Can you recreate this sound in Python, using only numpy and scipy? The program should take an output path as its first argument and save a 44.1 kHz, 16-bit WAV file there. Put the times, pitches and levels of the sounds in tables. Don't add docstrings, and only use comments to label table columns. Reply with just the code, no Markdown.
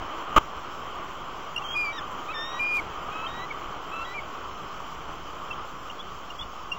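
import sys
import numpy as np
from scipy import signal
from scipy.io import wavfile
from scipy.ndimage import uniform_filter1d, minimum_filter1d

SR = 44100
rng = np.random.default_rng(int(sys.argv[2]) if len(sys.argv) > 2 else 0)


def wrap_up_sound(samples):
    columns = np.atleast_2d(samples).T
    tamed = np.clip(columns, -1, 1)
    steps = np.round(tamed * 32767).astype(np.int16)
    wavfile.write(sys.argv[1], SR, steps)


def volts_from_db(level):
    exponent = np.asarray(level, float) / 20
    return 10 ** exponent


N = 298998


def evened(x):
    return x / np.sqrt(np.mean(x ** 2) + 1e-20)


def read(points, hz):
    f, value = np.transpose(points)
    return np.interp(np.log(hz + 1), np.log(f + 1), value)


def add(mix, s, sound):
    part = mix[round(s * SR):][:len(sound)]
    part += sound[:len(part)]


def swing(s, per_s):
    return np.sin(2 * np.pi * (per_s * rng.uniform(.5, 1) * s + rng.random()))


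def noise(spectrum, patchy_db, swell_db):
    frames, hz = N // 256 + 5, np.fft.rfftfreq(1024, 1 / SR)
    real, imaginary, patches = rng.standard_normal((frames, 513, 3)).T
    patches = uniform_filter1d(patches, size=8, axis=0)
    patches = evened(uniform_filter1d(patches, size=10, axis=1))
    swell = evened(uniform_filter1d(rng.standard_normal(frames), size=12))
    level_db = read(spectrum, hz)[:, None] + patchy_db * patches + swell_db * swell
    spectra = (real + 1j * imaginary) * volts_from_db(level_db)
    return evened(signal.istft(spectra, nperseg=1024, noverlap=768)[1][:N])


def note(rows, waver=.003, edge_s=.002):
    s, hz, *partial_db = np.transpose(rows)
    t = np.arange(s[0], s[-1], 1 / SR)
    wobble = evened(uniform_filter1d(rng.standard_normal(SR), size=200))[:len(t)]
    turns = np.cumsum(np.interp(t, s, hz) * (1 + waver * wobble)) / SR
    tone = np.zeros(len(t))
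    for k, db in enumerate(partial_db, start=1):
        tone += volts_from_db(np.interp(t, s, db)) * np.sin(2 * np.pi * k * turns)
    edges = np.clip(np.minimum(t - s[0], s[-1] - t) / edge_s, 0, 1)
    return s[0], np.sqrt(2) * tone * edges


# pitch_hz, density_db (per Hz)
RUMBLE = [(8.8, -30.5), (15, 0), (19, -2), (22, -13), (32, -1.5), (65, -19), (200, -13.5), (260, -39),
          (440, -120)]
RUMBLE_DB = -49


def wind_rumble():
    return volts_from_db(RUMBLE_DB) * noise(RUMBLE, patchy_db=2.0, swell_db=-1.5)


# time_s, level_db
SURF_LEVEL = [
    [(0.0, -36), (0.34, -35)],
    [(0.42, -36.5), (0.52, -38), (1.91, -37), (2.19, -36.5), (2.76, -36.5), (3.31, -36), (3.71, -36.5),
     (3.93, -37.5), (5.04, -38.5), (5.5, -38.5), (6.37, -41), (6.78, -40.5)],
]


def surf_db(t):
    return np.interp(t, *np.transpose(SURF_LEVEL[0] + SURF_LEVEL[1]))


# pitch_hz, density_db (per Hz)
SURF = [(140, -40.5), (240, -8.5), (406, -6), (517, -8), (885, -5), (1180, 2.5), (1540, -9.5), (1670, -16),
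        (2760, -16), (3110, -10.5), (3590, -29), (4200, -32.5), (5460, -61.5), (9240, -120)]
# time_s, pitch_hz, level_db
HOUSING_RING = [
    [(.363, 1140, -27), (.368, 1180, -6), (.3725, 1190, -22)],
    [(.3735, 1250, -15), (.377, 1250, -11), (.3858, 1230, -11)],
]
# start_s, end_s, gain_db
BLARE = (.3626, .3858, 20.6)


def surf():
    sea = volts_from_db(surf_db(np.arange(N) / SR)) * noise(SURF, patchy_db=0.8, swell_db=0.61)
    for rows in HOUSING_RING:
        s, ring = note(rows, waver=0.02, edge_s=0.0057)
        add(sea, s, ring * volts_from_db(-BLARE[2]))
    return sea


# pitch_hz, overtone_db (over the first partial)
SECOND_PARTIAL = [(1300, -2.5), (1900, 1.5), (2150, -23.5), (2450, -23.5), (2700, -31), (2800, -20),
                  (3220, -22), (3340, -43)]
THIRD_PARTIAL = [(1300, -18), (1900, -8.5), (2250, -41.5)]
# start_s, end_s
FACING_AWAY = (3.0, 4.5)
AWAY_ABOVE_HZ, AWAY_DB_PER_KHZ = 3500, -7.5
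BEAK_WANDER_DB, BEAK_PER_S = 1, 22


def voiced(s, hz, db, beak_db=None):
    if beak_db is None:
        beak_db = BEAK_WANDER_DB * swing(s, BEAK_PER_S)
    away = AWAY_DB_PER_KHZ / 1000 * (FACING_AWAY[0] < s[0] < FACING_AWAY[1])
    second_db = away * np.maximum(2 * hz - AWAY_ABOVE_HZ, 0) + db + beak_db + read(SECOND_PARTIAL, hz)
    third_db = away * np.maximum(3 * hz - AWAY_ABOVE_HZ, 0) + db + beak_db + read(THIRD_PARTIAL, hz)
    return np.transpose([s, hz, db, second_db, third_db])


# start_s, end_s, from_hz, to_hz, level_db
FAR_WHISTLES = [
    (0.481, .87, 5380, 5340, -68),
    (4.373, 4.71, 5420, 5380, -67.5),
    (6.293, 6.654, 5450, 5180, -67),
]
# start_s, end_s, from_hz, to_hz, level_db
WHISTLES = [
    (1.634, 1.68, 3206, 3060, -38.5),
    (1.681, 1.753, 3210, 3310, -35.5),
    (2.281, 2.308, 1270, 1280, -37.5),
    (2.295, 2.324, 1330, 1320, -36),
    (2.321, 2.345, 2290, 2280, -41),
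    (3.111, 3.268, 1275, 1326, -41),
    (3.914, 4.044, 1322, 1360, -39),
    (4.047, 4.147, 1936, 2030, -45),
    (5.985, 6.019, 3330, 3490, -41.5),
]
ATTACK_S, RELEASE_S, SILENT_DB = .011, .009, -14.5
SWELL_DB, BEND = 2.5, 2.2
SCOOP, SCOOP_S, SCOOP_BELOW_HZ = .07, 0.01, 1500
FLUTTER_DB, FLUTTER_PER_S = 2.0, 45


def whistle(start, end, from_hz, to_hz, db):
    u = np.linspace(0, 1, num=41)
    t = u * (end - start)
    edge = np.clip(np.minimum(t / ATTACK_S, (t[-1] - t) / RELEASE_S), 0, 1)
    scoop = SCOOP * np.exp(-t / SCOOP_S) * (from_hz < SCOOP_BELOW_HZ)
    hz = from_hz * (1 - scoop) + (to_hz - from_hz) * u ** BEND
    breath_db = SWELL_DB * (u - .5) + FLUTTER_DB * swing(t, FLUTTER_PER_S)
    return voiced(start + t, hz, db + breath_db + SILENT_DB * (1 - edge) ** 2)


# start_s, held_s, pitch_hz, level_db, flick_db
ENDINGS = [
    (1.92, 0.051, 1905, -48.5, -35.5),
    (3.488, 0.0051, 2390, -57, -29.5),
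    (4.136, 0.037, 2380, -37.5, -32),
]
FLICK_S, FLICK_FADE_S, FLICK_HZ_PER_S, FLICK_FADE_DB = .02, .014, 8000, -22


def ending(start, held, hz, db, flick_db):
    attack = min(ATTACK_S, held / 2)
    s = np.cumsum([start, attack, held - attack, FLICK_S, FLICK_FADE_S])
    drop_hz = FLICK_HZ_PER_S * np.maximum(s - start - held, 0)
    return voiced(s, hz - drop_hz, np.array([db + SILENT_DB, db, db, flick_db, flick_db + FLICK_FADE_DB]))


# start_s, length_s, from_hz, to_hz, peak_db
CHIPS = [(1.56, .017, 2866, 2690, -24.5), (1.572, 0.018, 2740, 2920, -25.5),
         (1.617, 0.024, 2710, 2740, -40), (2.588, 0.017, 2930, 2980, -38), (3.263, 0.018, 3170, 3110, -32),
         (4.045, 0.025, 3350, 3270, -41), (5.505, 0.028, 2700, 2670, -30), (5.527, .016, 3240, 3000, -37.5),
         (5.897, 0.015, 2970, 2680, -34), (5.905, 0.015, 2950, 3260, -41), (6.3, 0.02, 2830, 2850, -35.5),
         (6.385, 0.026, 3260, 3390, -34), (6.406, 0.032, 3470, 3470, -33.5),
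         (6.421, 0.025, 2915, 2890, -41), (6.714, 0.03, 2793, 2790, -25), (6.744, 0.027, 2800, 2750, -43)]
# start_db, end_db
CHIP_BEAK = (-5.5, 9)
CHIP_PEAK, RISING_PEAK = .3, 0.58
CHIP_START_DB, CHIP_END_DB = -22, -21


def chip(start, length, from_hz, to_hz, db):
    u = np.linspace(0, 1, num=21)
    peak = RISING_PEAK if to_hz > 1.015 * from_hz else CHIP_PEAK
    rise_db = CHIP_START_DB * (1 - u / peak) ** 2
    fall_db = CHIP_END_DB * (abs(u - peak) / (1 - peak)) ** 1.15
    shape_db = np.where(u < peak, rise_db, fall_db)
    hz = from_hz + (to_hz - from_hz) * u
    return voiced(start + u * length, hz, db + shape_db, beak_db=np.interp(u, (0, 1), CHIP_BEAK))


# time_s, pitch_hz, effort_db, beak_db (opening, as overtone level)
LONG_NOTES = [
    [(1.742, 2460, -45, 3), (1.76, 2440, -27, 0), (1.812, 2432, -27, 4.5), (1.835, 2405, -28, -8.5),
     (1.855, 2356, -32.5, 12), (1.886, 2304, -31, 1), (1.916, 2320, -35, -2), (1.93, 2340, -45, 0)],
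    [(2.338, 1850, -50, 1), (2.35, 1810, -41.5, 0.5), (2.37, 1788, -38, -1), (2.43, 1811, -39, 0.5),
     (2.5, 1880, -50.5, 6), (2.576, 1912, -43.5, -3), (2.598, 1950, -42, -5)],
    [(2.591, 2395, -38, -19), (2.6, 2398, -27, -9), (2.625, 2416, -26, -9), (2.69, 2435, -29, 0),
     (2.75, 2430, -25.6, -7), (2.772, 2440, -25.3, -7), (2.787, 2350, -28.5, -5), (2.799, 2165, -27.5, -6),
     (2.805, 2180, -50, 3)],
    [(3.266, 1830, -61, 0), (3.278, 1845, -50, 1.5), (3.3, 1865, -52, 2), (3.398, 1933, -45, -0.5),
     (3.444, 2000, -41.5, 7), (3.458, 2000, -60, -3)],
]


def eagles():
    calls = np.zeros(N)
    notes = [whistle(*row) for row in WHISTLES + FAR_WHISTLES]
    notes += [ending(*row) for row in ENDINGS]
    notes += [voiced(*np.transpose(rows)) for rows in LONG_NOTES]
    notes += [chip(*row) for row in CHIPS]
    for rows in notes:
        add(calls, *note(rows))
    return calls + volts_from_db(-26) * np.roll(calls, round(.011 * SR))


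def scene():
    return (eagles() + surf() + wind_rumble())[None]


# pitch_hz, density_db (per Hz)
HISS = [(20, 8), (300, 0), (2000, -11.5), (3300, 12), (3800, 0), (5400, 4), (7500, 2)]
HISS_DB = -51.5


def link_hiss():
    return volts_from_db(HISS_DB) * noise(HISS, patchy_db=2.0, swell_db=0.5)


def coarse_rounding(x, size, band, under_sea_db, shadow_db, count):
    n = np.arange(2 * size)[:, None]
    k = np.arange(*(np.array(band) * 2 * size // SR // 8 * 8))
    window = np.sin(np.pi * (n + .5) / (2 * size))
    basis = window * np.cos(np.pi / size * (n + .5 + size / 2) * (k + .5)) * np.sqrt(2 / size)
    halves = np.pad(x, (size, 2 * size - N % size)).reshape(-1, size)
    c = np.hstack([halves[:-1], halves[1:]]) @ basis
    level_db = 10 * np.log10(uniform_filter1d(c ** 2, size=5, axis=1) + 1e-20)
    loudest_db = -minimum_filter1d(-level_db, size=count, axis=1, origin=count // 2)
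    wander = uniform_filter1d(rng.standard_normal((len(c), len(k) // 8)), size=3, axis=0)
    wander = evened(wander).repeat(8, axis=1)
    sea_db = surf_db(np.arange(len(c)) * size / SR)[:, None]
    floor_db = .5 * sea_db - under_sea_db + 3.5 * wander
    step = volts_from_db(np.maximum(loudest_db - shadow_db, floor_db))
    error = (step * np.round(c / step) - c) * (k >= k[0] + count)
    frames = error @ basis.T
    return x + (frames[1:, :size] + frames[:-1, size:]).ravel()[:N]


# pitch_hz, density_db (per Hz)
LEAK = [(6000, -30), (7800, 0), (10500, -3.5), (11000, -11.5), (14000, -11.5)]
LINK_EDGE_HZ, OFFSET = 7700, 0.0071


def overload(link):
    low_pass = signal.firwin(801, LINK_EDGE_HZ, window=("kaiser", 8), fs=SR)
    link = signal.oaconvolve(link, low_pass, "same")
    return np.clip(link + OFFSET, -.09, .085) + volts_from_db(-91.0) * noise(LEAK, patchy_db=1.5, swell_db=0.0)


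# time_s, level_db
SEAMS = [(0.5137, -66), (0.9138, -65), (1.3139, -60), (2.4339, -55), (3.234, -58), (3.5538, -66),
         (3.9539, -60), (4.3544, -77), (4.6743, -69), (5.0744, -64), (5.3941, -70), (5.7944, -75),
         (6.1944, -77), (6.5146, -64)]


def seam_ticks():
    ticks = np.zeros(N)
    for s, db in SEAMS:
        add(ticks, s, volts_from_db(db + 15.5) * np.ones(1))
    return ticks


def mirrored(link):
    mirror = link * (-1.) ** np.arange(N)
    mirror = signal.oaconvolve(mirror, signal.firwin(401, SR / 4, pass_zero=False, fs=SR), "same")
    return signal.oaconvolve(link + volts_from_db(-5) * mirror, signal.firwin(401, 15830, fs=SR), "same")


def blare_gain():
    t = np.arange(N) / SR
    start, end, db = BLARE
    return uniform_filter1d(volts_from_db(db * ((t > start) & (t < end))), size=3)


def top_cut(x):
    return signal.sosfilt(signal.butter(12, 16890, fs=SR, output="sos"), x)


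def record(dry):
    link = dry[0] + link_hiss()
    link = coarse_rounding(link, 1024, (2400, 8000), under_sea_db=29, shadow_db=16, count=55)
    link = overload(link) + seam_ticks()
    both = mirrored(link)
    both = coarse_rounding(both, 2048, (7500, 14300), under_sea_db=56, shadow_db=5, count=21)
    mix = (both * blare_gain())[None]
    return top_cut(mix)


dry = scene()
out = record(dry)
wrap_up_sound(out)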